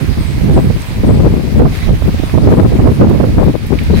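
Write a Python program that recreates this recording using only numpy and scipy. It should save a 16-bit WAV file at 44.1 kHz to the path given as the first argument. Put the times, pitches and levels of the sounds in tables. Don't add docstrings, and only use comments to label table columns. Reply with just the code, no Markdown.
import sys
import numpy as np
from scipy import signal
from scipy.io import wavfile
from scipy.ndimage import uniform_filter1d, minimum_filter1d

SR = 44100
rng = np.random.default_rng(int(sys.argv[2]) if len(sys.argv) > 2 else 0)


def persist_wave(psi):
    counts = np.round(np.clip(psi, -1, 1) * 32767).astype(np.int16)
    wavfile.write(sys.argv[1], SR, np.atleast_2d(counts).T)


N = 176400
T = np.arange(N) / SR

# (time [s], level [dB])
RUSH_LEVEL_DB = [(0, 3), (.35, 2), (.9, 2), (1.3, 0), (1.64, 1), (1.8, 2.5), (2.0, 1.5), (2.35, 4),
                 (2.75, 0.5), (3.2, 0.8), (3.6, -2), (4, 2)]
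# (frequency [Hz], density [dB/Hz])
RUSH_SPECTRUM_DB = [(100, -64), (500, -65.5), (1000, -67.5), (1600, -72), (2200, -70), (3000, -74.5),
                    (4300, -75), (7000, -84), (10500, -83.5), (15500, -87.5)]
# (frequency [Hz], left minus right [dB])
RUSH_PAN_DB = [(300, -2), (1200, -2.5), (2200, -4.5), (4000, 2), (7000, -1.5), (11000, -3.5), (15000, -6)]

# (start [s], length [s], rise [share], top [Hz], tail [Hz], level [dB])
BIRD_NOTES = [(.195, .105, .35, 8820, 7950, -45), (.295, .06, .25, 8250, 8100, -47),
              (.528, .058, .17, 9280, 7750, -43), (.595, .06, .2, 8300, 8050, -49),
              (.797, .05, .14, 8950, 7900, -43), (.858, .048, .2, 8400, 7600, -46),
              (1.057, .056, .28, 9050, 7900, -42.5), (1.135, .04, .3, 8000, 7950, -48)]
NOTE_ENVELOPE = [(0, 0), (.1, 1), (.25, 1.5), (.45, 1.1), (.62, .4), (.8, 1.2), (1, 0)]

# (peak time [s], half-width [s], level [dB], treble lift [dB])
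FROND_THRASHES = [(1.76, 0.036, -10.5, 1.5), (1.842, 0.035, -15.5, -2), (3.82, 0.098, -17, -12),
                  (3.99, 0.031, -5, 1)]
# (frequency [Hz], density [dB/Hz])
PATTER_SPECTRUM_DB = [(800, -93), (1500, -61.5), (2200, -56), (3000, -66.5), (4100, -63.5), (6500, -81),
                      (11000, -75), (15500, -84.5)]
# (peak time [s], half-width [s], centre [Hz], level [dB])
EDGE_RASPS = [(.3, 0.13, 2200, -39.5), (1.755, 0.024, 2050, -46), (1.83, 0.017, 2100, -29),
              (1.84, .04, 3830, -38), (2.23, 0.071, 3600, -41), (3.97, 0.047, 4020, -36),
              (3.99, .02, 2130, -34)]
# (time [s], level [dB], centre [Hz], left minus right [dB], decay [s])
LEAFLET_SNAPS = [(0.820, -29, 8500, -5, .0025), (2.296, -21, 1890, -6, 0.0033),
                 (3.095, -35, 12000, -16, .004), (3.438, -34, 12500, -15, .004),
                 (3.666, -32, 12000, -10, .005), (3.788, -17.5, 2200, -3, 0.0055),
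                 (3.836, -32, 12000, -5, .004)]

# (frequency [Hz], density [dB/Hz])
BUFFET_SPECTRUM_DB = [(20, -65), (35, -32), (65, -27.5), (125, -30.5), (250, -39), (500, -55),
                      (1000, -77.5), (2000, -99), (4000, -121)]
# (frequency [Hz], gain [dB per dB of wind strength])
GROWTH_DB_PER_DB = [(30, 0.5161), (100, 0.4473), (250, 0.9341), (500, 1.38), (1000, 1.6778), (3000, 1.44)]
# (time [s], strength [dB])
FLOW_LEFT_DB = [(0.0, -15), (0.29, -18.5), (0.57, 3.5), (0.86, -14.5), (1.14, 6), (1.43, 4.5), (1.71, -4.5),
                (2.0, -23), (2.29, -9), (2.57, 0), (2.86, -5), (3.14, 2.5), (3.43, -1), (3.71, -17.5),
                (4.0, 4.5)]
FLOW_RIGHT_DB = [(0.0, -8), (0.29, -7), (0.57, 6.5), (0.86, -14), (1.14, -1), (1.43, -17), (1.71, -10),
                 (2.0, -6.5), (2.29, -13), (2.57, -3), (2.86, -2), (3.14, 12), (3.43, -13.5), (3.71, -17.5),
                 (4.0, -1.5)]
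# (peak time [s], half-width [s], strength [dB])
LEFT_GUSTS = [(0.196, 0.023, 1.5), (0.44, 0.016, -1), (0.493, 0.019, 4), (0.584, 0.025, 12.5),
              (0.768, 0.02, 0.5), (0.975, 0.042, -3), (1.045, 0.012, 13.5), (1.096, 0.025, 12),
              (1.155, 0.017, 8.5), (1.205, 0.0074, 17), (1.247, 0.031, 13.5), (1.325, 0.026, 5.5),
              (1.384, 0.018, 4), (1.611, 0.059, 10), (1.94, 0.045, -2), (2.081, 0.039, 7),
              (2.147, 0.0057, 7), (2.52, 0.11, 11), (2.534, 0.022, 20), (2.599, 0.017, 22.5),
              (2.655, 0.0099, 18), (2.751, 0.031, 7.5), (2.848, 0.045, 10), (2.92, 0.0046, 10.5),
              (3.03, 0.026, 15.5), (3.11, 0.027, 0), (3.396, 0.016, 17.5), (3.459, 0.044, 15.5),
              (3.553, 0.014, 11.5), (3.637, 0.064, -5), (3.734, 0.038, 8.5), (3.82, 0.019, 4),
              (3.93, 0.037, 11)]
RIGHT_GUSTS = [(0.018, 0.034, 2), (0.098, 0.011, 3.5), (0.178, 0.008, -0.5), (0.477, 0.064, 3.5),
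               (0.586, 0.014, 13.5), (0.668, 0.019, 1.5), (0.706, 0.0065, 10.5), (1.112, 0.05, 5.5),
               (1.272, 0.01, 9), (1.321, 0.034, -4), (1.618, 0.025, 14), (1.63, 0.045, 10.5),
               (1.661, 0.014, 14), (1.894, 0.023, 7), (1.939, 0.0058, 10), (2.024, 0.0046, 6),
               (2.057, 0.0057, 3), (2.137, 0.0079, 0), (2.198, 0.0047, 5), (2.239, 0.0054, 8.5),
               (2.348, 0.011, 11), (2.384, 0.02, 14), (2.464, 0.086, 10), (2.584, 0.0034, 16),
               (2.642, 0.031, 9.5), (2.734, 0.023, 6.5), (2.802, 0.013, 14.5), (2.878, 0.034, 17.5),
               (3.0, 0.0048, 15), (3.028, 0.026, 20), (3.11, 0.0081, 20.5), (3.209, 0.0079, 17.5),
               (3.244, 0.013, 17), (3.22, 0.1, 3), (3.379, 0.017, 5.5), (3.488, 0.019, 6)]
# (mid time [s], half-width [s], gain [dB])
LEFT_LULLS = [(.27, 0.027, -2), (.715, 0.03, -3.5), (.865, .022, -8), (.935, 0.008, -14),
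              (1.419, 0.013, -7), (1.76, 0.011, -3), (2.2, .035, -6), (2.711, 0.017, -3),
              (2.975, 0.013, -3), (3.17, 0.019, -9), (3.67, 0.0093, -4), (3.79, 0.023, -2),
              (3.855, 0.025, -6.5)]
RIGHT_LULLS = [(.335, 0.024, -3.5), (.78, 0.021, -23), (.85, 0.028, -16), (.97, .025, -13),
               (1.02, 0.0086, -14), (1.355, 0.0092, -15), (1.505, 0.016, -12), (1.78, 0.036, -16),
               (1.99, 0.0089, -3), (2.275, 0.032, -5), (2.77, .01, 0), (2.945, 0.029, -8),
               (3.55, 0.025, -14), (3.605, 0.021, -12), (3.73, 0.02, -5)]


def from_db(db):
    return 10 ** (np.asarray(db) / 20)


def in_time(rows):
    return np.interp(T, *np.transpose(rows))


def at_hz(points, hz):
    points_hz, values = np.transpose(points)
    return np.interp(np.log(hz), np.log(points_hz), values)


def pan(db):
    gains = from_db([[db / 2], [-db / 2]])
    return gains / np.sqrt(np.mean(gains ** 2))


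def drift(rate_hz):
    step, warmup = 20, 2000
    pole = np.exp(-2 * np.pi * rate_hz * step / SR)
    noise = rng.standard_normal(N // step + warmup + 2)
    slow = signal.lfilter([1], [1, -2 * pole, pole * pole], noise)[warmup:]
    return np.interp(np.arange(N) / step, np.arange(len(slow)), (slow - slow.mean()) / slow.std())


def bandpass(x, low_hz, high_hz):
    sos = signal.butter(2, [low_hz, min(high_hz, SR / 2 - 1000)], "band", fs=SR, output="sos")
    return signal.sosfilt(sos, x)


def bands(sources, spectrum):
    low_hz, high_hz = spectrum[0][0], spectrum[-1][0]
    edges_hz = 2 ** (np.arange(np.floor(3 * np.log2(low_hz)), 3 * np.log2(high_hz) + 1) / 3)
    for k, (lower_hz, upper_hz) in enumerate(zip(edges_hz, edges_hz[1:])):
        hz = np.sqrt(lower_hz * upper_hz)
        band = bandpass(sources[k % 2], lower_hz, upper_hz)
        yield hz, band * from_db(at_hz(spectrum, hz)) * np.sqrt(SR / 2)


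def bell(peak_s, width_s):
    return np.exp(-((T - peak_s) / width_s) ** 2)


def gust_shape(peak_s, width_s, steepness=3):
    return np.exp(-np.minimum(np.abs((T - peak_s) / width_s), 3) ** steepness)


def tree_rush(patchy_db=1.48):
    rush = sum(band * pan(at_hz(RUSH_PAN_DB, hz)) * from_db(patchy_db * drift(rate_hz=11.5))
               for hz, band in bands(rng.standard_normal((2, 2, N)), RUSH_SPECTRUM_DB))
    return rush * from_db(in_time(RUSH_LEVEL_DB))


def foliage_echo(song, delay_s=.04, decay_s=.045):
    t = T[:SR // 2]
    scatter = rng.standard_normal((2, len(t))) * np.exp(-np.abs(t - delay_s) / decay_s)
    scatter /= np.sqrt(np.sum(scatter[0] ** 2))
    echo = signal.fftconvolve(song[None], scatter, axes=1)[:, :N]
    return bandpass(echo, low_hz=7500, high_hz=9100)


def bird(start_hz=8150, tail_share=.75, waver_share=.015, flicker_db=2.5, echo_db=-2):
    song = np.zeros(N)
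    for start_s, length_s, rise_share, top_hz, tail_hz, db in BIRD_NOTES:
        progress = np.clip((T - start_s) / length_s, 0, 1)
        pitch_hz = np.interp(progress, [0, rise_share, tail_share], [start_hz, top_hz, tail_hz])
        pitch_hz *= 1 + waver_share * drift(rate_hz=184)
        gain = from_db(db + flicker_db * drift(rate_hz=120))
        envelope = np.interp(progress, *np.transpose(NOTE_ENVELOPE))
        song += gain * envelope * np.sin(2 * np.pi * np.cumsum(pitch_hz) / SR)
    return pan(db=-2) * (song + from_db(echo_db) * foliage_echo(song))


def frond_patter(touches_per_s=2500, spread_db=3, rest_db=-14, treble_hz=7000):
    sizes = from_db(spread_db * np.minimum(rng.exponential(1, (2, N)), 5))
    signs = rng.choice([-1, 1], (2, N))
    touches = sizes * signs * (rng.random((2, N)) < touches_per_s / SR)
    touches = touches / touches.std() + 1e-18
    body_gain = treble_gain = from_db(rest_db)
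    for peak_s, width_s, db, lift_db in FROND_THRASHES:
        swell = from_db(db) * bell(peak_s, width_s)
        body_gain = body_gain + swell
        treble_gain = treble_gain + swell * from_db(lift_db)
    patter = sum(band * (treble_gain if hz > treble_hz else body_gain)
                 for hz, band in bands([touches, -touches], PATTER_SPECTRUM_DB))
    return pan(db=-3.5) * patter


def edge_rasps(bandwidth_hz=400):
    rasps = np.zeros((2, N))
    for peak_s, width_s, hz, db in EDGE_RASPS:
        hiss = bandpass(rng.standard_normal((2, N)), hz - bandwidth_hz / 2, hz + bandwidth_hz / 2)
        rasps += from_db(db) * bell(peak_s, width_s) * hiss / hiss.std()
    return pan(db=-2) * rasps


def leaflet_snaps(edge_ratio=1.26):
    snaps = np.zeros((2, N))
    for start_s, db, hz, pan_db, decay_s in LEAFLET_SNAPS:
        envelope = (T >= start_s) * np.exp(-np.abs(T - start_s) / decay_s)
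        burst = rng.standard_normal((2, N)) * envelope + 1e-18
        crack = np.sqrt(SR / hz) * bandpass(burst, hz / edge_ratio, hz * edge_ratio)
        snaps += from_db(db) * pan(pan_db) * crack
    return snaps


def buffeting(flow, gusts, lulls, bass_db, bass_hz=104, flap_hz=653):
    gust_power = sum((from_db(db) * gust_shape(peak_s, width_s)) ** 2 for peak_s, width_s, db in gusts)
    wind_power = from_db(in_time(flow)) ** 2 + gust_power
    eddy_db = 2.16 * drift(rate_hz=46)
    flutter_db = 2.5 * drift(rate_hz=98)
    strength_db = 10 * np.log10(wind_power) + eddy_db + flutter_db
    sputter_db = 3 * drift(rate_hz=4.6)
    flap_db = 1.5 * drift(rate_hz=320)
    rumble = np.zeros(N)
    for hz, band in bands(rng.standard_normal((2, N)), BUFFET_SPECTRUM_DB):
        low_shelf_db = (bass_db + sputter_db) / (1 + (hz / bass_hz) ** 2)
        high_shelf_db = flap_db / (1 + (flap_hz / hz) ** 2)
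        rumble += band * from_db(at_hz(GROWTH_DB_PER_DB, hz) * strength_db + low_shelf_db + high_shelf_db)
    lull_db = sum(db * gust_shape(mid_s, width_s) for mid_s, width_s, db in lulls)
    return rumble * from_db(lull_db)


def scene():
    left = buffeting(FLOW_LEFT_DB, LEFT_GUSTS, LEFT_LULLS, bass_db=-5)
    right = buffeting(FLOW_RIGHT_DB, RIGHT_GUSTS, RIGHT_LULLS, bass_db=1)
    wind = np.array([left, right])
    return wind + tree_rush() + frond_patter() + edge_rasps() + leaflet_snaps() + bird()


def record(dry, limit_db=5.5, release_db_per_s=165, attack_s=.0057, knee=4.9, cutoff_hz=15900):
    over_db = np.maximum(20 * np.log10(np.abs(dry) + 1e-9) - limit_db, 0)
    release_db = release_db_per_s * T
    held_db = np.maximum.accumulate(over_db + release_db, axis=1) - release_db
    attack_samples = int(attack_s * SR)
    gain_db = uniform_filter1d(minimum_filter1d(-held_db, attack_samples), attack_samples)
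    limited = dry * from_db(gain_db)
    clipped = limited / (1 + np.abs(limited) ** (2 * knee)) ** (.5 / knee)
    return signal.sosfilt(signal.ellip(12, .1, 70, cutoff_hz, fs=SR, output="sos"), clipped)


dry = scene()
out = record(dry)
persist_wave(out)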